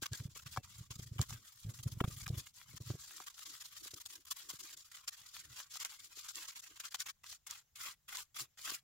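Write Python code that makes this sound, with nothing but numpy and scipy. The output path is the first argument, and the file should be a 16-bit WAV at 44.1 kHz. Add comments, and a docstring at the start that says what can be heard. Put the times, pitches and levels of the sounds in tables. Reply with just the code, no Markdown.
"""In a quiet room a bristle brush scrubs glue over a dimpled resin tile: sped-up scrubbing in short spliced bursts.
Flicks and hiss scratch and rub the tile's modes, which ring more freely for the first 3 s, as it rests on the table.
Pushes thump the table top on damped modes and rattle the tile; bristle tips snap out of dimples as clicks with spray.
From 3 s a glove at times sounds the hollow under the tile; from 7.2 s six strokes at natural speed land, drag and lift.
A close pair of microphones hears it all, with a faint answer from the walls."""
import sys
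import numpy as np
from scipy import signal
from scipy.fft import rfft, irfft, next_fast_len
from scipy.io import wavfile
from scipy.ndimage import uniform_filter1d, map_coordinates

SR = 44100
rng = np.random.default_rng(int(sys.argv[2]) if len(sys.argv) > 2 else 0)


def transcribe(signal):
    """Save signal, clipped to [-1, 1], as a 16-bit WAV file at the path in sys.argv[1]."""
    frames = np.atleast_2d(signal).T
    limited = np.clip(frames, -1, 1)
    pcm = np.round(limited * 32767).astype(np.int16)
    wavfile.write(sys.argv[1], SR, pcm)


def makeup_ratio(level_db):
    """Linear amplitude ratio for a level in decibels (20 dB per factor of ten)."""
    decades = np.asarray(level_db, float) / 20
    return 10 ** decades


N = 389657
HZ = np.fft.rfftfreq(next_fast_len(N + SR // 4), 1 / SR)
TIME_S = np.arange(N) / SR


def unit(x):
    """Scaled to rms 1."""
    return x / np.sqrt(np.mean(x ** 2) + 1e-20)


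def along(points):
    """(Hz, value) points read on a log frequency axis."""
    hz, value = np.transpose(points)
    return np.interp(np.log(HZ + 1), np.log(hz + 1), value)


def at_time(points):
    """(s, value) points read at every sample."""
    return np.interp(TIME_S, *np.transpose(points))


def filtered(x, response):
    """x through a complex frequency response."""
    size = 2 * len(HZ) - 2
    return irfft(rfft(x, size) * response, size)[..., :N]


def drift(per_s):
    """A smooth random curve through per_s random points a second."""
    points = rng.standard_normal(int(N * per_s / SR) + 4)
    return map_coordinates(points, [np.arange(N) * per_s / SR])


# Each row: frequency in Hz, left-right likeness from 0 to 1.
LIKENESS = [(60, 0.9), (300, 0.65), (1400, 0.47), (3100, 0.21), (6800, 0.028)]


def paired(sources, spectrum):
    """Two unrelated sources mixed to left and right of the set likeness, coloured, rms 1."""
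    turn = np.arccos(np.clip(along(LIKENESS), 0, 1)) / 2
    mid, side = filtered(sources, makeup_ratio(along(spectrum)) * np.array([np.cos(turn), np.sin(turn)]))
    return unit(np.array([mid + side, mid - side]))


def flicks(per_s, spread_db, share):
    """Single bristles let go at random, sizes with a long tail, over the hiss of the sliding rest."""
    fires, size, sign = rng.random((3, 2, N))
    size_gain = makeup_ratio(-spread_db * np.log(size + 1e-9))
    clicks = (fires < per_s / SR) * size_gain * np.sign(sign - 0.5)
    hiss = rng.standard_normal((2, N))
    return np.sqrt(share) * unit(clicks) + np.sqrt(1 - share) * hiss  # share of the power in clicks


def patchy(x, depth_db, size, order):
    """Random gain patches, order bins wide: wide and brief for bunches letting go, narrow and slow for dimples."""
    z = signal.stft(x, nperseg=size)[2]
    field = uniform_filter1d(rng.standard_normal(z.shape[1:]), order, axis=0)
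    field = uniform_filter1d(field, size=3, axis=1)
    return signal.istft(z * makeup_ratio(depth_db * unit(field)), nperseg=size)[1][:, :N]


def swells(start_s, length_s, db, rise):
    """Stereo power of blunt swells, 9 dB down at both ends, each nearer one microphone or the other."""
    power = np.zeros((2, N))
    sway_db = rng.normal(0, 1.3, len(start_s))
    rows = np.broadcast(start_s, length_s, db, np.clip(rise, 0.05, 0.95))
    for (start, length, peak_db, rise), left_db in zip(rows, sway_db):
        first = max(int((start - rise * length) * SR), 0)
        i = np.arange(first, min(int((start + 2 * length) * SR), N))
        lag = (i / SR - start) / length - rise
        away = np.where(lag < 0, -lag / rise, lag / (1 - rise))
        power[:, i] += makeup_ratio(2 * (peak_db - 9 * away ** 3.46) + [[left_db], [-left_db]])
    return power


def pushes(at_s, db, hz, width_s, left_db, left_lag):
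    """Soft pushes: a few cycles under a bell-shaped swell; left lags by a share of a cycle."""
    out = np.zeros((2, N + SR))
    t = np.arange(-SR // 20, SR // 20) / SR
    chance = rng.random((len(at_s), 2))
    for (at, peak_db, f, width), (turn, side) in zip(np.broadcast(at_s, db, hz, width_s), chance):
        bell = np.exp(-2.8 * (t / width) ** 2)
        onset = np.sin(np.clip(t / width, 0, np.pi / 2))
        ring_on = 0.071 * (t > 0) * onset * np.exp(-t / 0.019)
        push = (bell + ring_on) * np.cos(2 * np.pi * (f * t + turn + np.array([[-left_lag], [0]])))
        balance_db = (left_db + 1.3 * (side + 0.5)) * np.array([[1], [-1]])
        k = round(at * SR)
        out[:, k:k + len(t)] += makeup_ratio(peak_db + balance_db) * push
    return out[:, SR // 20:][:, :N]


# Each row: frequency in Hz, relative density of the air noise in dB.
AIR = [(18, -23), (30, -13.5), (103, -16), (153, -21), (266, -35.5), (3490, -30.5), (4530, -31.5),
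       (7270, -27), (8300, -37.5), (16000, -30.5)]


def air():
    """Faint steady air with a low drone, as shaped noise."""
    noise = patchy(rng.standard_normal((2, N)), depth_db=2.5, size=512, order=8)
    return makeup_ratio(-78) * paired(noise, AIR)


# Each row: time in seconds, tremble level in dB before drift and the dips between bursts.
SHAKE = [(0.0, -64), (1.06, -61), (1.38, -60), (1.45, -76.5), (1.6, -75.5), (1.87, -54.5), (2.4, -61),
         (2.55, -72), (2.95, -65), (3.1, -80.5), (5.3, -82.5), (5.5, -74), (5.7, -84.5), (7, -83),
         (7.2, -78.5), (8.84, -76)]


def tremble():
    """Low tremble of table and hands: bass noise that dips in the gaps between bursts."""
    low_noise = paired(rng.standard_normal((2, N)),
                       [(25, -15), (60, -2.5), (115, 0.5), (170, -11), (300, -25.5), (500, -40.0)])
    start_s, length_s, _ = np.transpose(BURSTS)
    in_burst = swells(start_s, length_s, 0, RISE_SHARE).mean(0)
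    gap_db = -6.5
    level = makeup_ratio(at_time(SHAKE) + 3.6 * drift(22))
    return level * low_noise * np.sqrt(in_burst + makeup_ratio(2 * gap_db))


RISE_SHARE = 0.4  # part of a swell spent rising
# Each row: start in seconds, length in seconds, scratch level in dB before flutter.
BURSTS = [(0.019, 0.034, -43.5), (0.057, 0.011, -41), (0.121, 0.044, -48.5), (0.171, 0.028, -58),
          (0.203, 0.044, -63), (0.234, 0.035, -57), (0.351, 0.032, -52.5), (0.39, 0.012, -49.5),
          (0.421, 0.017, -56), (0.459, 0.023, -49.5), (0.511, 0.043, -50.5), (0.565, 0.019, -51),
          (0.642, 0.024, -59.5), (0.7, 0.03, -61), (0.743, 0.062, -58.5), (0.904, 0.026, -51.5),
          (0.954, 0.015, -50), (0.992, 0.023, -54.5), (1.017, 0.03, -56.5), (1.061, 0.038, -59.5),
          (1.187, 0.012, -55.5), (1.208, 0.034, -44), (1.287, 0.036, -52.5), (1.318, 0.039, -55.5),
          (1.36, 0.044, -61.5), (1.44, 0.071, -57), (1.55, 0.034, -66.5), (1.58, 0.07, -64),
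          (1.688, 0.025, -61.5), (1.736, 0.035, -59), (1.788, 0.019, -54.5), (1.828, 0.016, -50.5),
          (1.869, 0.026, -56), (1.917, 0.022, -51), (1.997, 0.0086, -66), (2.04, 0.012, -57),
          (2.075, 0.02, -50.5), (2.104, 0.053, -52.5), (2.163, 0.028, -52), (2.194, 0.034, -55),
          (2.229, 0.017, -50), (2.265, 0.0092, -65.5), (2.277, 0.019, -51), (2.341, 0.031, -56.5),
          (2.372, 0.046, -49.5), (2.458, 0.022, -54.5), (2.574, 0.067, -59.5), (2.684, 0.071, -65),
          (2.763, 0.018, -50.5), (2.803, 0.024, -60.5), (2.847, 0.07, -52.5), (2.9, 0.068, -58.5),
          (2.98, 0.066, -54.5), (3.038, 0.03, -53.5), (3.074, 0.03, -55.5), (3.104, 0.03, -54.5),
          (3.133, 0.025, -54), (3.159, 0.036, -52.5), (3.194, 0.048, -51.5), (3.265, 0.025, -49),
          (3.301, 0.018, -61.5), (3.342, 0.018, -55.5), (3.369, 0.042, -55.5), (3.404, 0.036, -51.5),
          (3.453, 0.031, -51.5), (3.483, 0.046, -54), (3.519, 0.043, -52.5), (3.56, 0.029, -54.5),
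          (3.6, 0.031, -48), (3.637, 0.065, -56.5), (3.7, 0.079, -59.5), (3.763, 0.038, -57),
          (3.796, 0.028, -55.5), (3.828, 0.062, -50), (3.869, 0.016, -49.5), (3.908, 0.012, -53),
          (3.938, 0.0098, -51.5), (3.955, 0.04, -55.5), (4, 0.023, -49.5), (4.053, 0.022, -50),
          (4.086, 0.037, -54), (4.124, 0.022, -52.5), (4.153, 0.011, -53.5), (4.197, 0.018, -64.5),
          (4.251, 0.0077, -54), (4.267, 0.02, -54.5), (4.306, 0.025, -40), (4.358, 0.052, -53.5),
          (4.395, 0.09, -58), (4.489, 0.028, -45), (4.525, 0.048, -52.5), (4.589, 0.029, -52),
          (4.631, 0.042, -51), (4.677, 0.062, -54.5), (4.726, 0.025, -54), (4.768, 0.037, -56.5),
          (4.802, 0.023, -60), (4.845, 0.025, -58.5), (4.915, 0.01, -52.5), (4.943, 0.018, -52.5),
          (4.969, 0.033, -57), (5.031, 0.03, -63), (5.077, 0.019, -41.5), (5.119, 0.035, -53),
          (5.168, 0.043, -57), (5.214, 0.013, -54), (5.234, 0.069, -57), (5.33, 0.056, -54),
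          (5.374, 0.049, -56), (5.449, 0.016, -63.5), (5.513, 0.047, -59), (5.562, 0.055, -50),
          (5.704, 0.066, -52.5), (5.751, 0.028, -49), (5.797, 0.038, -46), (5.848, 0.027, -49),
          (5.884, 0.084, -54.5), (5.99, 0.091, -58), (6.117, 0.039, -58), (6.163, 0.049, -48.5),
          (6.225, 0.049, -54), (6.282, 0.041, -49), (6.336, 0.1, -52), (6.402, 0.061, -51),
          (6.476, 0.036, -49.5), (6.518, 0.02, -53), (6.552, 0.033, -51.5), (6.587, 0.021, -51),
          (6.619, 0.032, -56), (6.663, 0.022, -51), (6.7, 0.031, -59), (6.758, 0.023, -54),
          (6.797, 0.018, -48), (6.837, 0.029, -45.5), (6.863, 0.027, -51), (6.909, 0.028, -57.5),
          (6.943, 0.018, -43.5), (6.986, 0.043, -45), (7.058, 0.022, -46), (7.08, 0.033, -48.5)]


def bursts():
    """Scratch power of the sped-up scrubbing in short spliced bursts."""
    return swells(*np.transpose(BURSTS), RISE_SHARE)


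def stray_touches():
    """Scratch power of faint touches, one at random in each slot until shortly before the strokes."""
    per_s, until_s, length_s, faintest_db = 22, 7.05, 0.05, -68.5
    when, size = rng.random((int(per_s * until_s), 2)).T
    start_s = (np.arange(len(when)) + when) / len(when) * until_s
    return swells(start_s, length_s, faintest_db + 6 * size, rise=0.28)


# Each row: frequency in Hz, relative density of the bristle noise in dB.
BRISTLE = [(900, -41), (2000, -25), (3200, -0.5), (4500, 3), (7300, 3.5), (8400, -6.5), (14000, -8.5),
           (15600, -9), (16200, -23.5)]
# Top treble as the tile is turned. Each row: time in seconds, gain above 8200 Hz in dB.
GLOSS = [(0, 2.5), (1, 3), (2.001, 6.5), (3, 3), (4.2, 5.5), (5.2, 2.5), (6.002, 3), (7, 2), (8.84, 6)]


def bristle_tips():
    """Treble of sliding tips: dense flicks, patched by bunches and by dimples."""
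    tips = flicks(3500, spread_db=2.0, share=0.54)
    tips = patchy(tips, depth_db=2.5, size=256, order=60)
    tips = paired(patchy(tips, depth_db=2.5, size=1024, order=4), BRISTLE)
    return tips + (makeup_ratio(at_time(GLOSS)) - 1) * filtered(tips, HZ > 8200)


# Each row: mode frequency in Hz, width in Hz, relative level in dB.
TILE_MODES = [(570, 44, -12.5), (744, 50, 0), (1154, 254, 2.5), (1693, 61, -2), (2000, 12, -21.5),
              (2287, 63, 0.5), (2410, 38, -15), (2670, 12, -3), (3380, 120, -2)]


def tile():
    """The tile's answer to a force: damped resonances of alternating sign."""
    answer = 0
    for k, (hz, width_hz, db) in enumerate(TILE_MODES):
        mode = 1j * HZ * width_hz / (hz * hz - HZ * HZ + 1j * HZ * width_hz)
        answer = answer + (-1) ** k * makeup_ratio(db) * mode
    return answer


# Each row: frequency in Hz, relative density of the rubbing noise in dB.
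HUM = [(150, -23.5), (420, -25.5), (670, -19), (1150, -12), (1800, -4.5), (3000, -4.5), (4500, -17)]


def tile_body():
    """Rubbing noise plus the modes it rings, freer until the tile is picked up."""
    rub = patchy(flicks(900, spread_db=3.5, share=0.59), depth_db=4.0, size=1024, order=4)
    rub = paired(rub, HUM)
    lifted_s, resting_ring_db = 3.0, 3.5
    return unit(0.69 * rub + makeup_ratio(resting_ring_db * (TIME_S < lifted_s)) * filtered(rub, tile()))


# How hard the brush leans on the tile. Each row: time in seconds, hum over scratch in dB before HUM_GAIN_DB.
LEAN = [(0, -11.5), (.8, -12.5), (1.6, -13.5), (2.4, -12), (3.2, -11.5), (4, -12), (4.8, -10), (5.6, -9),
        (6.3, -12), (6.9, -7.5), (7.4, -11), (7.9, -4.5), (8.3, -9), (8.84, -6)]
HUM_GAIN_DB = 5.5  # for all tile hum


def brush():
    """Each contact scratches in the treble and makes the tile hum."""
    scratch = bursts() + strokes() + stray_touches()
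    scratch *= makeup_ratio(2 * 2.5 * drift(90) - 1.5)  # bunches of bristles catch and let go within a contact
    lean_db = at_time(LEAN) + 2.5 * drift(25)
    hum = scratch * makeup_ratio(2 * lean_db) + grates()
    return np.sqrt(scratch) * bristle_tips() + np.sqrt(hum) * tile_body() * makeup_ratio(HUM_GAIN_DB)


# Each row: time in seconds, level in dB before each mode's offset.
TAPS = [(0.025, -47), (0.134, -53), (0.22, -65), (0.363, -60.5), (0.576, -47.5), (.908, -61), (.997, -56.5),
        (1.163, -59), (1.205, -44), (1.865, -62), (2.015, -32.5), (2.049, -45), (2.078, -50),
        (2.305, -46.5), (2.345, -60), (2.738, -63), (2.806, -56), (2.905, -38.5), (2.955, -52),
        (3.207, -61), (3.861, -58), (3.937, -55.5), (4.537, -57.5), (6.175, -62.5), (6.714, -67),
        (8.721, -55.5)]


def taps():
    """Firmer knocks ring two upper modes of the table top, detuned together."""
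    at_s, db = np.transpose(TAPS)
    hz = 345 * np.exp(rng.normal(0, 0.1, len(at_s)))
    upper = pushes(at_s, db - 8.5, 1.8 * hz, 0.0042, left_db=0.0, left_lag=0.064)
    return upper + pushes(at_s, db + 3.5, hz, 0.0035, left_db=-2.0, left_lag=0.14)


# Each row: time in seconds, peak level in dB before left-right balance, half-level width in seconds.
THUDS = [(0.028, -43.5, .004), (0.124, -35, 0.013), (0.209, -36.5, 0.013), (.258, -33.5, 0.0076),
         (0.29, -48.5, 0.012), (0.466, -45, 0.012), (0.584, -34.5, 0.011), (.793, -48, .011),
         (.813, -41, 0.0083), (.912, -42, .01), (0.964, -44.5, 0.0053), (0.996, -37, 0.0064),
         (1.03, -48.5, 0.014), (1.067, -49, 0.016), (1.121, -36, 0.0085), (1.165, -43.5, 0.014),
         (1.202, -23, .011), (1.219, -35, 0.0054), (1.324, -39, 0.0092), (1.355, -46.5, 0.033),
         (1.652, -36.5, 0.0054), (1.67, -36.5, .01), (1.692, -36.5, 0.018), (1.801, -47, 0.02),
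         (1.867, -27, 0.011), (1.933, -47.5, 0.022), (1.975, -37, 0.0084), (2.013, -24, .004),
         (2.046, -26, 0.0064), (2.082, -31, .008), (2.174, -45.5, 0.014), (2.225, -45.5, 0.0092),
         (2.273, -39.5, 0.0088), (2.306, -28, 0.0077), (2.336, -33, 0.014), (2.38, -34, .014),
         (2.747, -45.5, 0.0075), (2.813, -39.5, 0.011), (2.874, -44, 0.016), (2.909, -32, 0.015),
         (2.949, -40, 0.008), (3.942, -54, 0.011), (4.545, -56, 0.0065), (5.51, -55, 0.015),
         (8.424, -59, 0.027)]


def thuds():
    """Pushes flex the table top on its low mode, each detuning it a little."""
    at_s, db, width_s = np.transpose(THUDS)
    hz = 116.5 * np.exp(0.067 * rng.standard_normal(len(at_s)))
    return pushes(at_s, db, hz, width_s, left_db=-2.0, left_lag=0.013)


# Each row: frequency in Hz, relative density of the chatter in dB.
RATTLE = [(130, -31.5), (200, 3.5), (350, -4.5), (600, -12), (1000, -29.5)]


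def rattle():
    """The tile chatters on the wood, as sparse clicks and hiss, while the table top flexes."""
    at_s, db, width_s = np.transpose(THUDS)
    chatter = paired(flicks(280, spread_db=3.0, share=0.6), RATTLE)
    power = swells(at_s - width_s, 3.77 * width_s, db - 28.5, rise=0.3)
    return np.sqrt(power) * chatter


# Each row: start in seconds, length in seconds, hum level in dB before HUM_GAIN_DB.
GRATES = [(0.129, .02, -58.5), (0.355, 0.022, -62), (1.183, 0.011, -57.5), (1.318, .05, -64.5),
          (2.003, 0.011, -44.5), (2.039, 0.014, -53), (2.261, .01, -48), (5.845, 0.013, -48.5),
          (6.941, .018, -52)]


def grates():
    """Hum power as the tile's edge grates on the table."""
    return swells(*np.transpose(GRATES), RISE_SHARE)


# Each row: time in seconds, relative snap level in dB, relative tile ring above the snap in dB.
SNAPS = [(0.133, -29.5, -30), (0.563, -40, -2), (0.573, -36.5, 6.5), (1.193, -41.5, 2.5),
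         (1.215, -23.5, -25), (1.306, -33.5, -16.5), (2.005, -45.5, 11), (2.014, -46, -6),
         (2.04, -50.5, 13.5), (2.279, -36, -13), (2.903, -47, -1.5), (3.202, -45.5, 0.5),
         (4.061, -32.5, -26.5), (4.311, -31.5, -28), (4.502, -30, -22), (5.757, -36, -15),
         (5.802, -33.5, -33), (5.849, -24, -27), (6.357, -31, -44), (6.854, -32.5, -34),
         (6.945, -33, -11.5), (7.062, -51, -3.5), (7.328, -39, -20), (7.51, -28.5, -44), (8.171, -29, -40),
         (8.397, -32.5, -21), (8.704, -32.5, -20)]


def snaps():
    """Bristle bunches snap over a rim: a sharp click, a short spray, and a knock that rings the tile."""
    clicks, blows = np.zeros((2, N + SR)), np.zeros(N)
    t = np.arange(SR // 50) / SR
    spray = 0.61 * makeup_ratio(-60 * t / 0.0029) + 0.54 * makeup_ratio(-60 * t / 0.014)  # 60 dB decays in 2.9 and 14 ms
    for at_s, db, ring_db in SNAPS:
        k = round(at_s * SR)
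        clicks[:, k:k + len(t)] += makeup_ratio(db - 9) * spray * rng.standard_normal((2, len(t)))
        clicks[:, k + 1] -= makeup_ratio(db - 7)  # the first tip to go makes one sharp spike
        blows[k] = makeup_ratio(db + ring_db + 38)
    cushion = 1 / (1 + 1j * HZ / 1800) ** 3  # glue softens the contact
    ring = filtered(blows, tile() * cushion) * makeup_ratio([[1.8], [-1.8]])
    return filtered(clicks[:, :N], makeup_ratio(along(BRISTLE) + 9.0)) + ring


# Each row: start in seconds, length in seconds, level in dB.
SHIFTS = [(3.098, 0.097, -76), (3.451, 0.088, -73.5), (3.81, 0.073, -70), (3.937, 0.055, -68),
          (4.092, 0.12, -77), (4.434, 0.097, -74), (4.598, .07, -73), (4.706, 0.095, -80),
          (5.4, 0.13, -82.5), (6.007, 0.11, -81), (6.35, .07, -71), (6.688, 0.066, -79), (7.83, .08, -86),
          (8.392, .06, -72), (8.66, 0.088, -70.5)]


def glove():
    """The glove shifts under the tile: rubbing noise through the resonant hollow between tile and palm."""
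    hz, width_hz = 318, 128
    hollow = 1j * HZ * width_hz / (hz ** 2 - HZ ** 2 + 1j * HZ * width_hz)
    rub = paired(flicks(300, spread_db=2.5, share=0.81), [(100, 0)])
    return np.sqrt(swells(*np.transpose(SHIFTS), rise=0.47)) * unit(filtered(rub, hollow ** 2))


# Strokes at natural speed. Each row: landing in seconds, landing level in dB, fullest in seconds,
# fullest level in dB, lift-off in seconds; levels before flutter.
STROKES = [(7.236, -58.5, 7.315, -49, 7.356), (7.466, -50, 7.53, -54, 7.595),
           (7.755, -52, 7.86, -48, 7.921), (8.08, -54, 8.165, -49, 8.228),
           (8.345, -58, 8.396, -45.5, 8.441), (8.574, -55, 8.7, -47, 8.766)]


def strokes():
    """Scratch power of a sharp landing, a drag that arches up to its fullest, and a lift-off."""
    land_s, land_db, *_ = np.transpose(STROKES)
    power = swells(land_s, 0.02, land_db, rise=0.37)
    for land, _, full, full_db, lift in STROKES:
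        rising_db = -17 * abs((full - TIME_S) / (full - land)) ** 1.9
        lifting_db = -9 * abs((TIME_S - full) / (lift - full)) ** 3  # stops more abruptly
        drag_db = np.where(TIME_S < full, rising_db, lifting_db)
        power += (TIME_S > land) * makeup_ratio(2 * (full_db + drag_db))
    return power


def walls(x):
    """A faint answer from the walls: decaying noise, 60 dB in 0.78 s, dulled above 4 kHz."""
    t = np.arange(SR // 3) / SR
    tail = rng.standard_normal((2, len(t))) * makeup_ratio(-60 * t / 0.78)
    echo = signal.fftconvolve(x, tail / np.linalg.norm(tail[0]), axes=1)[:, :N]
    return filtered(echo, 1 / (1 + (HZ / 4000) ** 2))


def scene():
    """Brush and snaps over the table, in the room."""
    near = brush() + snaps()
    on_table = taps() + thuds() + rattle()
    return air() + tremble() + near + makeup_ratio(-39.5) * walls(near) + on_table + glove()


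def roll_off(x):
    """The treble ends steeply here."""
    return signal.sosfilt(signal.butter(12, 16810, fs=SR, output="sos"), x)


# Each row: frequency in Hz, left over right in dB.
LEFT_OVER_RIGHT = [(100, .5), (1300, 1), (2400, -0.9), (4400, 2.5), (8000, 0.5), (15000, 3)]


def record(dry):
    """Microphone pair: left a little brighter, a resonant sound inlet, nothing above the band limit."""
    tilt_db = along(LEFT_OVER_RIGHT) / 2
    inlet_hz, inlet_width_hz, top_hz = 7350, 400, 15900
    damping = 1j * HZ * inlet_width_hz
    inlet = 1 + 0.5 * damping / (inlet_hz ** 2 - HZ ** 2 + damping)
    mix = filtered(dry, makeup_ratio([tilt_db, -tilt_db]) * inlet * (HZ < top_hz))
    return roll_off(mix)


dry = scene()
out = record(dry)
transcribe(out)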